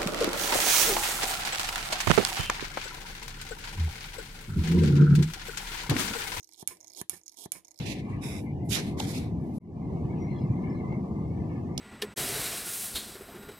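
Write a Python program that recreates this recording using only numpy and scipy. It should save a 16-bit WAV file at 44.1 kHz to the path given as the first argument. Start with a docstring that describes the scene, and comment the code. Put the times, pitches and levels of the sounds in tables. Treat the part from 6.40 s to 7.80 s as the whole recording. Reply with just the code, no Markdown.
"""A metal ball swings between two cans at high voltage, on a table in a quiet, faintly humming room.
Swinging away from a can, it draws sputtering sparks, then a long hissing arc that breaks with a
crack and a soft thump as its hot channel collapses. As it nears the other can, the gap breaks down
with a snap and sizzles until the ball knocks on the can, which rings and clatters.
This happens three times, then the sparks sputter once more."""
import sys
import numpy as np
from scipy import signal
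from scipy.fft import rfft, irfft
from scipy.io import wavfile
from scipy.ndimage import uniform_filter1d

SR = 44100
rng = np.random.default_rng(int(sys.argv[2]) if len(sys.argv) > 2 else 0)


def dump(signal):
    """Clip the signal to [-1, 1] and save it as 16-bit WAV at the path in sys.argv[1]."""
    limited = np.clip(np.atleast_2d(signal).T, -1, 1)
    pcm = np.round(limited * 32767).astype(np.int16)
    wavfile.write(sys.argv[1], SR, pcm)


N = 61739
T = np.arange(N) / SR


def from_db(db):
    return 10 ** (np.asarray(db) / 20)


def at_hz(points, hz, column=1):
    """One column of a table, read on a log-frequency axis."""
    points = np.array(points)
    return np.interp(np.log(np.maximum(hz, 1)), np.log(points[:, 0]), points[:, column])


def convolve(x, impulse):
    return signal.fftconvolve(x, impulse)[:N]


def butter(x, hz, kind):
    return signal.sosfilt(signal.butter(2, hz, kind, fs=SR, output="sos"), x)


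def response(points, size=4096):
    """Minimum-phase impulse response with the given colour."""
    gain = from_db(at_hz(points, np.fft.rfftfreq(size, 1 / SR)))
    cepstrum = irfft(np.log(gain))
    cepstrum[1:size // 2] *= 2
    cepstrum[size // 2 + 1:] = 0
    return irfft(np.exp(rfft(cepstrum)))


def colour(x, points):
    """Colours clicks or noise, keeping their energy."""
    impulse = response(points)
    return convolve(x, impulse / np.linalg.norm(impulse))


def click(at_s, db):
    out = np.zeros(N)
    out[round(at_s * SR)] = from_db(db)
    return out


def blip(at_s, width_s, carrier):
    """Gaussian burst of the carrier, unit energy."""
    out = np.exp(-0.5 * np.minimum(abs(T - at_s) / width_s, 10) ** 2) * carrier
    return out / np.linalg.norm(out)


def decay(start_s, t60_s):
    return (T >= start_s) * from_db(-60 * np.clip((T - start_s) / t60_s, 0, 4))


def random_clicks(per_s, spread_db):
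    """Randomly timed clicks of either sign, rms size 1."""
    sizes = from_db(spread_db * np.clip(rng.standard_normal(N), -2, 2)) * rng.choice([-1, 1], N)
    return (rng.random(N) < per_s / SR) * sizes / np.std(sizes)


def click_stream(per_s, spread_db):
    """Random clicks scaled to an overall rms of 1."""
    return random_clicks(per_s, spread_db) * np.sqrt(SR / per_s)


def ring(x, hz, t60_s):
    """Resonator: a unit click starts a dying sine of height 1."""
    radius, angle = np.exp(-np.log(1000) / (t60_s * SR)), 2 * np.pi * hz / SR
    return signal.lfilter([0, np.sin(angle)], [1, -2 * radius * np.cos(angle), radius ** 2], x + 1e-18)


def close_pair(x, apart_hz=300):
    """Two close microphones hear the same bass."""
    mid, side = (x[0] + x[1]) / 2, (x[0] - x[1]) / 2
    hz = np.fft.rfftfreq(N, 1 / SR)
    side = irfft(rfft(side) * hz / np.hypot(hz, apart_hz), N)
    return np.array([mid + side, mid - side])


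# Room noise spectrum. Each row: frequency in Hz, gain in dB.
ROOM_NOISE_COLOUR = [(25, -15.5), (70, 1.5), (200, -9.5), (350, 4), (700, -10), (1300, -19.5), (2500, -34),
                     (5000, -17), (10000, -13.5), (14000, -23.5), (15000, -61)]

def room_noise(db=-77):
    """Steady noise of the quiet room, in stereo."""
    sides = np.array([colour(noise, ROOM_NOISE_COLOUR) for noise in rng.standard_normal((2, N))])
    return close_pair(from_db(db) * sides)


def hum(hz=327, db=-78, waver_depth=0.2):
    """A faint, wavering background hum."""
    waver = ring(rng.standard_normal(N), hz, t60_s=0.067)
    tone = np.sqrt(2) * np.sin(2 * np.pi * hz * T)
    return from_db(db) * (tone + waver_depth * waver / np.std(waver))


# Room reverberation. Each row: frequency in Hz, level in dB, T60 in seconds.
REVERB_BANDS = [(80, -18.5, 0.24), (330, -16.5, 0.067), (1080, -6.5, 0.092), (2800, -12, 0.16),
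                (6900, -30.5, 0.14), (14700, -22, 0.11)]

def reverb(x, size=16384, bands=9):
    """The room's diffuse tail dies band by band."""
    t, edges_hz = T[:size], np.geomspace(40, 16000, bands + 1)
    tail = 0
    for low_hz, high_hz in zip(edges_hz, edges_hz[1:]):
        hz = np.sqrt(low_hz * high_hz)
        fall = np.exp(-np.log(1000) * t / at_hz(REVERB_BANDS, hz, column=2)) * (t > 0.003)
        noise = fall / np.linalg.norm(fall) * rng.standard_normal(size)
        tail += from_db(at_hz(REVERB_BANDS, hz)) * butter(noise, [low_hz, high_hz], "band")
    return convolve(x, tail)


def near_echoes(x, db=-6, size=2048):
    """The cans and the table scatter the short waves within milliseconds."""
    scatter = (decay(0, t60_s=0.028) * rng.standard_normal(N))[:size]
    scatter = butter(scatter, 500, "high")
    return from_db(db) * convolve(x, scatter / np.linalg.norm(scatter))


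# Shading of the left microphone. Each row: frequency in Hz, gain in dB.
SHADE_COLOUR = [(100, -4.5), (350, 2), (1000, -9.5), (2300, 1.5), (3500, -20), (5600, -12.5), (7500, -26),
                (10000, -22), (14000, -12)]

def shaded(x, lag_s=0.00008, scatter_lift_db=8):
    """Sound reaches the shaded microphone late and dulled; scattered sound gets there more easily."""
    incoming = x + from_db(scatter_lift_db) * near_echoes(x)
    return np.interp(T - lag_s, T, convolve(incoming, response(SHADE_COLOUR)))


def hollow_boom(x, gain_db=-42.5):
    """A hollow resonance of the surroundings."""
    return from_db(gain_db) * ring(x, hz=323.6, t60_s=0.24)


# Ball hits. Each row: start in seconds, level in dB, can index (0 or 1).
BALL_HITS = [(.308, -52.5, 0), (.731, -60.5, 1), (1.152, -53.5, 0)]
# Modes, one list per can. Each row: frequency in Hz, gain in dB, T60 in seconds.
MODES_BY_CAN = [
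    [(182, -9.5, 0.19), (358, -6.5, 0.13), (650, -12, 0.042), (1026.5, 0, 0.067), (1340, -24, .05),
     (1650, -9, 0.027), (1815, -8.5, .05), (2250, 3, 0.018), (2480, -14.5, .06)],
    [(172, -3, 0.12), (359, 6.5, 0.047), (575, -4.5, 0.063), (817, -11.5, 0.13), (1000, 1.5, 0.031),
     (1540, -13, 0.036), (1797, 5, 0.039), (2220, -11, 0.089)],
]
# Spectrum of a can on the table. Each row: frequency in Hz, gain in dB.
CLATTER_COLOUR = [(40, -11), (80, 1), (170, 0.5), (400, 10.5), (800, -3), (1400, -10), (2200, 0),
                  (3500, -6), (6000, -42)]

def knocks(rattle_s=0.065, rattle_db=1.5, clatter_db=-6):
    """The ball strikes a can, which rings briefly and clatters on the table, in stereo."""
    ringing = np.zeros((2, N))
    for start_s, db, can in BALL_HITS:
        rattle = from_db(rattle_db) * decay(start_s, t60_s=0.11) * (T < start_s + rattle_s)
        for hz, mode_db, t60_s in MODES_BY_CAN[can]:
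            for side in ringing:
                blows = click(start_s, 0) + rattle * random_clicks(per_s=500, spread_db=1.5)
                side += from_db(db + mode_db) * ring(blows, hz, t60_s)
    level = sum(from_db(db + clatter_db) * decay(start_s, t60_s=0.24) for start_s, db, _ in BALL_HITS)
    clatter = colour(level * click_stream(per_s=1500, spread_db=4), CLATTER_COLOUR)
    return close_pair(ringing + clatter)


# Spells of sputtering. Each row: start and end in seconds, first and last crackle level in dB,
# flutter level in dB.
SPUTTER_SPELLS = [(.0, 0.154, -82.5, -60.5, -98), (0.347, 0.588, -75, -63.5, -69.5),
                  (0.786, 1.005, -87, -58.5, -87.5), (1.206, 1.406, -86.5, -64.5, -76.5)]
# Spectrum of the heated air. Each row: frequency in Hz, gain in dB.
FLUTTER_COLOUR = [(40, -38), (100, -7), (200, -18), (330, -4), (430, -8.5), (600, 2), (1000, -21.5),
                  (1300, -37), (2500, -26.5)]

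def flutter():
    """Air heated by the sputtering gap flutters like a small flame."""
    level = sum((T >= start_s) * (T < end_s) * from_db(db) for start_s, end_s, *_, db in SPUTTER_SPELLS)
    return colour(level * click_stream(per_s=670, spread_db=3.5), FLUTTER_COLOUR)


def crackle():
    """Tiny discharges, not yet coloured, grow louder as the gap widens."""
    level = 0
    for start_s, end_s, first_db, last_db, _ in SPUTTER_SPELLS:
        ramp_db = np.interp(T, [start_s, end_s], [first_db, last_db])
        level += (T >= start_s) * (T < end_s) * from_db(ramp_db)
    return level * click_stream(per_s=1300, spread_db=8)


# Sparks across the short gap. Each row: time in seconds, click level in dB, ping level in dB,
# ping frequency in Hz, body level in dB.
GAP_SPARKS = [(0.007, -38, -25, 6200, -50.5), (0.0295, -31.5, -28, 6130, -61),
              (0.0323, -42, -24, 6370, -51), (0.0446, -34, -24.5, 5830, -62.5),
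              (0.0741, -39, -30.5, 6150, -77), (0.091, -30.5, -40, 6100, -43.5),
              (0.1141, -39, -31, 6250, -54), (0.1238, -33, -27.5, 4540, -44),
              (0.1349, -27.5, -26, 5830, -67), (0.145, -36, -26.5, 4070, -50),
              (0.1516, -33, -38, 5000, -55), (0.1612, -35.5, -36, 6850, -61), (0.1714, -37, -39, 6000, -73),
              (0.1785, -35, -35, 6100, -56), (0.3704, -33, -54, 6500, -41.5),
              (0.4049, -35.5, -27, 6200, -43), (0.4111, -31.5, -21.5, 6130, -43),
              (0.43, -47, -27, 6360, -43), (0.4452, -29, -23, 6200, -37), (0.4637, -46, -32, 6300, -51),
              (0.4721, -35, -22.5, 6370, -49.5), (0.4802, -28.5, -20.5, 6500, -45),
              (0.4915, -60, -35.5, 6300, -59), (0.5001, -33, -26, 6300, -47),
              (0.505, -36.5, -26.5, 5000, -40.5), (0.519, -31.5, -27, 6200, -50),
              (0.53, -39, -29, 4680, -66), (0.5345, -30.5, -30, 6700, -52), (0.5492, -28, -23.5, 4560, -46),
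              (0.5648, -21.5, -27, 6440, -55), (0.5739, -23, -19.5, 6360, -36.5),
              (0.814, -47, -34, 6100, -48), (0.8351, -41.5, -29.5, 6860, -62),
              (0.8602, -33.5, -27, 6800, -50), (0.8644, -31, -22, 6100, -63), (0.8683, -56, -28, 6000, -69),
              (0.8805, -29, -15.5, 6610, -76), (0.8951, -30, -24.5, 5900, -61),
              (0.9186, -36, -31, 6500, -64), (0.9228, -31.5, -37, 5900, -46.5),
              (0.934, -41, -35, 5900, -55), (0.9433, -31, -40, 6370, -43), (0.9716, -25, -25.5, 6200, -52),
              (1.2482, -34, -26, 6300, -43), (1.2525, -44, -25, 6240, -50), (1.2716, -38, -37, 5900, -52),
              (1.2822, -35, -24.5, 6440, -41.5), (1.3096, -34.5, -23.5, 6500, -47),
              (1.3155, -32.5, -26, 6460, -43.5), (1.3435, -41, -38, 5700, -47.5),
              (1.36, -47, -33.5, 4680, -63), (1.3769, -35.5, -30, 5470, -56),
              (1.3897, -24, -22, 4900, -44.5)]
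# Spectra of a spark's click and low body. Each row: frequency in Hz, gain in dB.
SPARK_COLOUR = [(50, -35), (330, -18.5), (950, -13), (1400, -51.5), (2100, -13), (2800, -12.5), (4300, 7),
                (6500, 6), (8200, 3.5), (13300, 2.5), (15000, -27.5)]
BODY_COLOUR = [(80, -14.5), (330, 2.5), (600, -0.5), (950, 8), (1300, -20.5), (1650, -13.5), (2100, 4.5),
               (2800, -20.5), (4500, -33)]

def sputter(fork_s=0.00043, fork_share=0.75, ping_width_s=0.00027, after_db=-2.5):
    """Over faint crackle, each spark is a forked click with a high ping, a low body and after-sparks."""
    branches = rng.standard_normal(N)
    clicks = pings = bodies = after_level = 0
    for at_s, click_db, ping_db, ping_hz, body_db in GAP_SPARKS:
        clicks += np.sqrt(1 - fork_share) * click(at_s, click_db)
        clicks += np.sqrt(fork_share) * from_db(click_db) * blip(at_s, fork_s, branches)
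        pings += from_db(ping_db) * blip(at_s, ping_width_s, np.sin(2 * np.pi * ping_hz * (T - at_s)))
        bodies += click(at_s, body_db)
        after_level += from_db(click_db + after_db) * decay(at_s, t60_s=0.02)
    after_sparks = after_level * random_clicks(per_s=1200, spread_db=8.5)
    return pings + colour(clicks + after_sparks + crackle(), SPARK_COLOUR) + colour(bodies, BODY_COLOUR)


def arc_noise():
    """An arc is a dense stream of tiny discharges."""
    return click_stream(per_s=5000, spread_db=5)


def surges(depth_db=2, length_s=0.0035):
    """Gain of a stretching arc, which surges unevenly."""
    swing = uniform_filter1d(rng.standard_normal(N), int(length_s * SR))
    return from_db(depth_db * swing / np.std(swing))


# Long arcs. Each row: start and break in seconds, then hiss, crack, thump and pop levels in dB.
DRAWN_ARCS = [(0.183, 0.227, -45, -31, -17.5, -41), (0.567, 0.6144, -41, -8.5, -14, -19),
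              (.975, 1.0589, -45, -24.5, -14.5, -31)]
# Spectra of the arc and its collapse. Each row: frequency in Hz, gain in dB.
HISS_COLOUR = [(50, -22), (170, -23.5), (330, -8), (550, -11), (950, -14.5), (1250, -31), (1700, -40.5),
               (2600, -21.5), (3300, -6), (5200, -6), (6300, -2), (7300, -7.5), (10300, -4.5),
               (14100, -10.5), (15000, -42)]
THUMP_COLOUR = [(25, -28), (45, -18), (80, 0), (170, 5), (270, -1), (390, 1), (520, -7.5), (900, -3),
                (1300, -25.5), (2000, -27), (4000, -58)]
POP_COLOUR = [(200, -17.5), (600, 1), (950, 14), (1300, -9.5), (1700, 4.5), (2400, -7), (4000, -32)]

def long_arcs(rise_s=0.013):
    """The drawn arc hisses until it breaks; its hot channel collapses in a pop and low-pressure thump."""
    level = thumps = pops = 0
    for start_s, break_s, hiss_db, _, thump_db, pop_db in DRAWN_ARCS:
        rise = 0.5 * (1 + np.tanh((T - start_s) / rise_s))
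        level += from_db(hiss_db) * rise * (T < break_s)
        thumps -= click(break_s, thump_db)
        pops -= click(break_s, pop_db)
    hiss = colour(level * surges() * arc_noise(), HISS_COLOUR)
    return hiss + colour(thumps, THUMP_COLOUR) + colour(pops, POP_COLOUR)


# Gap breakdowns. Each row: start in seconds, snap level in dB, sizzle level in dB, sizzle fade in dB/s,
# sizzle length in seconds, snap treble lift in dB.
BREAKDOWNS = [(0.2752, -0.5, -37.5, 220, 0.077, 2), (.6960, -2.5, -39.5, 138, 0.084, 4.5),
              (1.1198, -1.5, -42, 127, 0.068, -3)]
# Spectrum of the closing arc. Each row: frequency in Hz, gain in dB.
SIZZLE_COLOUR = [(40, -24), (80, 1), (350, -8), (700, -6), (1400, -14), (2200, -7), (3000, -8.5), (6500, 1),
                 (8500, 0.5), (9700, 7), (11500, 0), (14100, -2), (15000, -71)]

def sizzle():
    """After each breakdown the arc sizzles, fading as the gap closes."""
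    level = 0
    for start_s, _, db, fade_db_per_s, length_s, _ in BREAKDOWNS:
        fade = from_db(db - fade_db_per_s * np.clip(T - start_s, 0, length_s))
        release = np.where(T < start_s + length_s, 1, decay(start_s + length_s, t60_s=0.096))
        level += (T >= start_s) * fade * release
    return colour(level * arc_noise(), SIZZLE_COLOUR)


# Spectrum of a snap. Each row: frequency in Hz, gain in dB.
SNAP_COLOUR = [(60, -55), (300, -30), (850, -27), (1400, -26), (2200, -15), (3700, -17), (4600, -6),
               (6800, -6), (8300, -1.5), (9700, 2.5), (11500, -1), (14000, -8), (15200, -26)]

def snaps(treble_hz=11400, echo_s=0.0003, echo_db=-3):
    """A sharp crack at each breakdown and a lesser one as a long arc parts, echoed by the table top."""
    cracks = sum(click(break_s, crack_db) for _, break_s, _, crack_db, *_ in DRAWN_ARCS)
    for start_s, db, *_, lift_db in BREAKDOWNS:
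        crack = click(start_s, db)
        treble = signal.lfilter(*signal.butter(1, treble_hz, "high", fs=SR), crack)
        cracks += crack + (from_db(lift_db) - 1) * treble
    table_echo = from_db(echo_db) * np.roll(cracks, round(echo_s * SR))
    return colour(cracks + table_echo, SNAP_COLOUR)


def scene():
    """The arcs face the right microphone; the left one is shaded."""
    sparks = sputter()
    arcs = snaps() + sizzle() + sparks + flutter() + long_arcs() + hollow_boom(sparks)
    near = np.array([shaded(arcs), arcs + near_echoes(arcs)])
    tail = close_pair([from_db(-0.5) * reverb(arcs), reverb(arcs)])
    return near + tail + room_noise() + knocks() + hum()


def record(dry):
    """Rolls off the deepest bass and cuts the top steeply."""
    low_cut_hz, stop_hz = 28, 15600
    top_cut = signal.cheby2(16, 60, stop_hz, fs=SR, output="sos")
    return signal.sosfilt(top_cut, butter(dry, low_cut_hz, "high"))


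dry = scene()
out = record(dry)
dump(out)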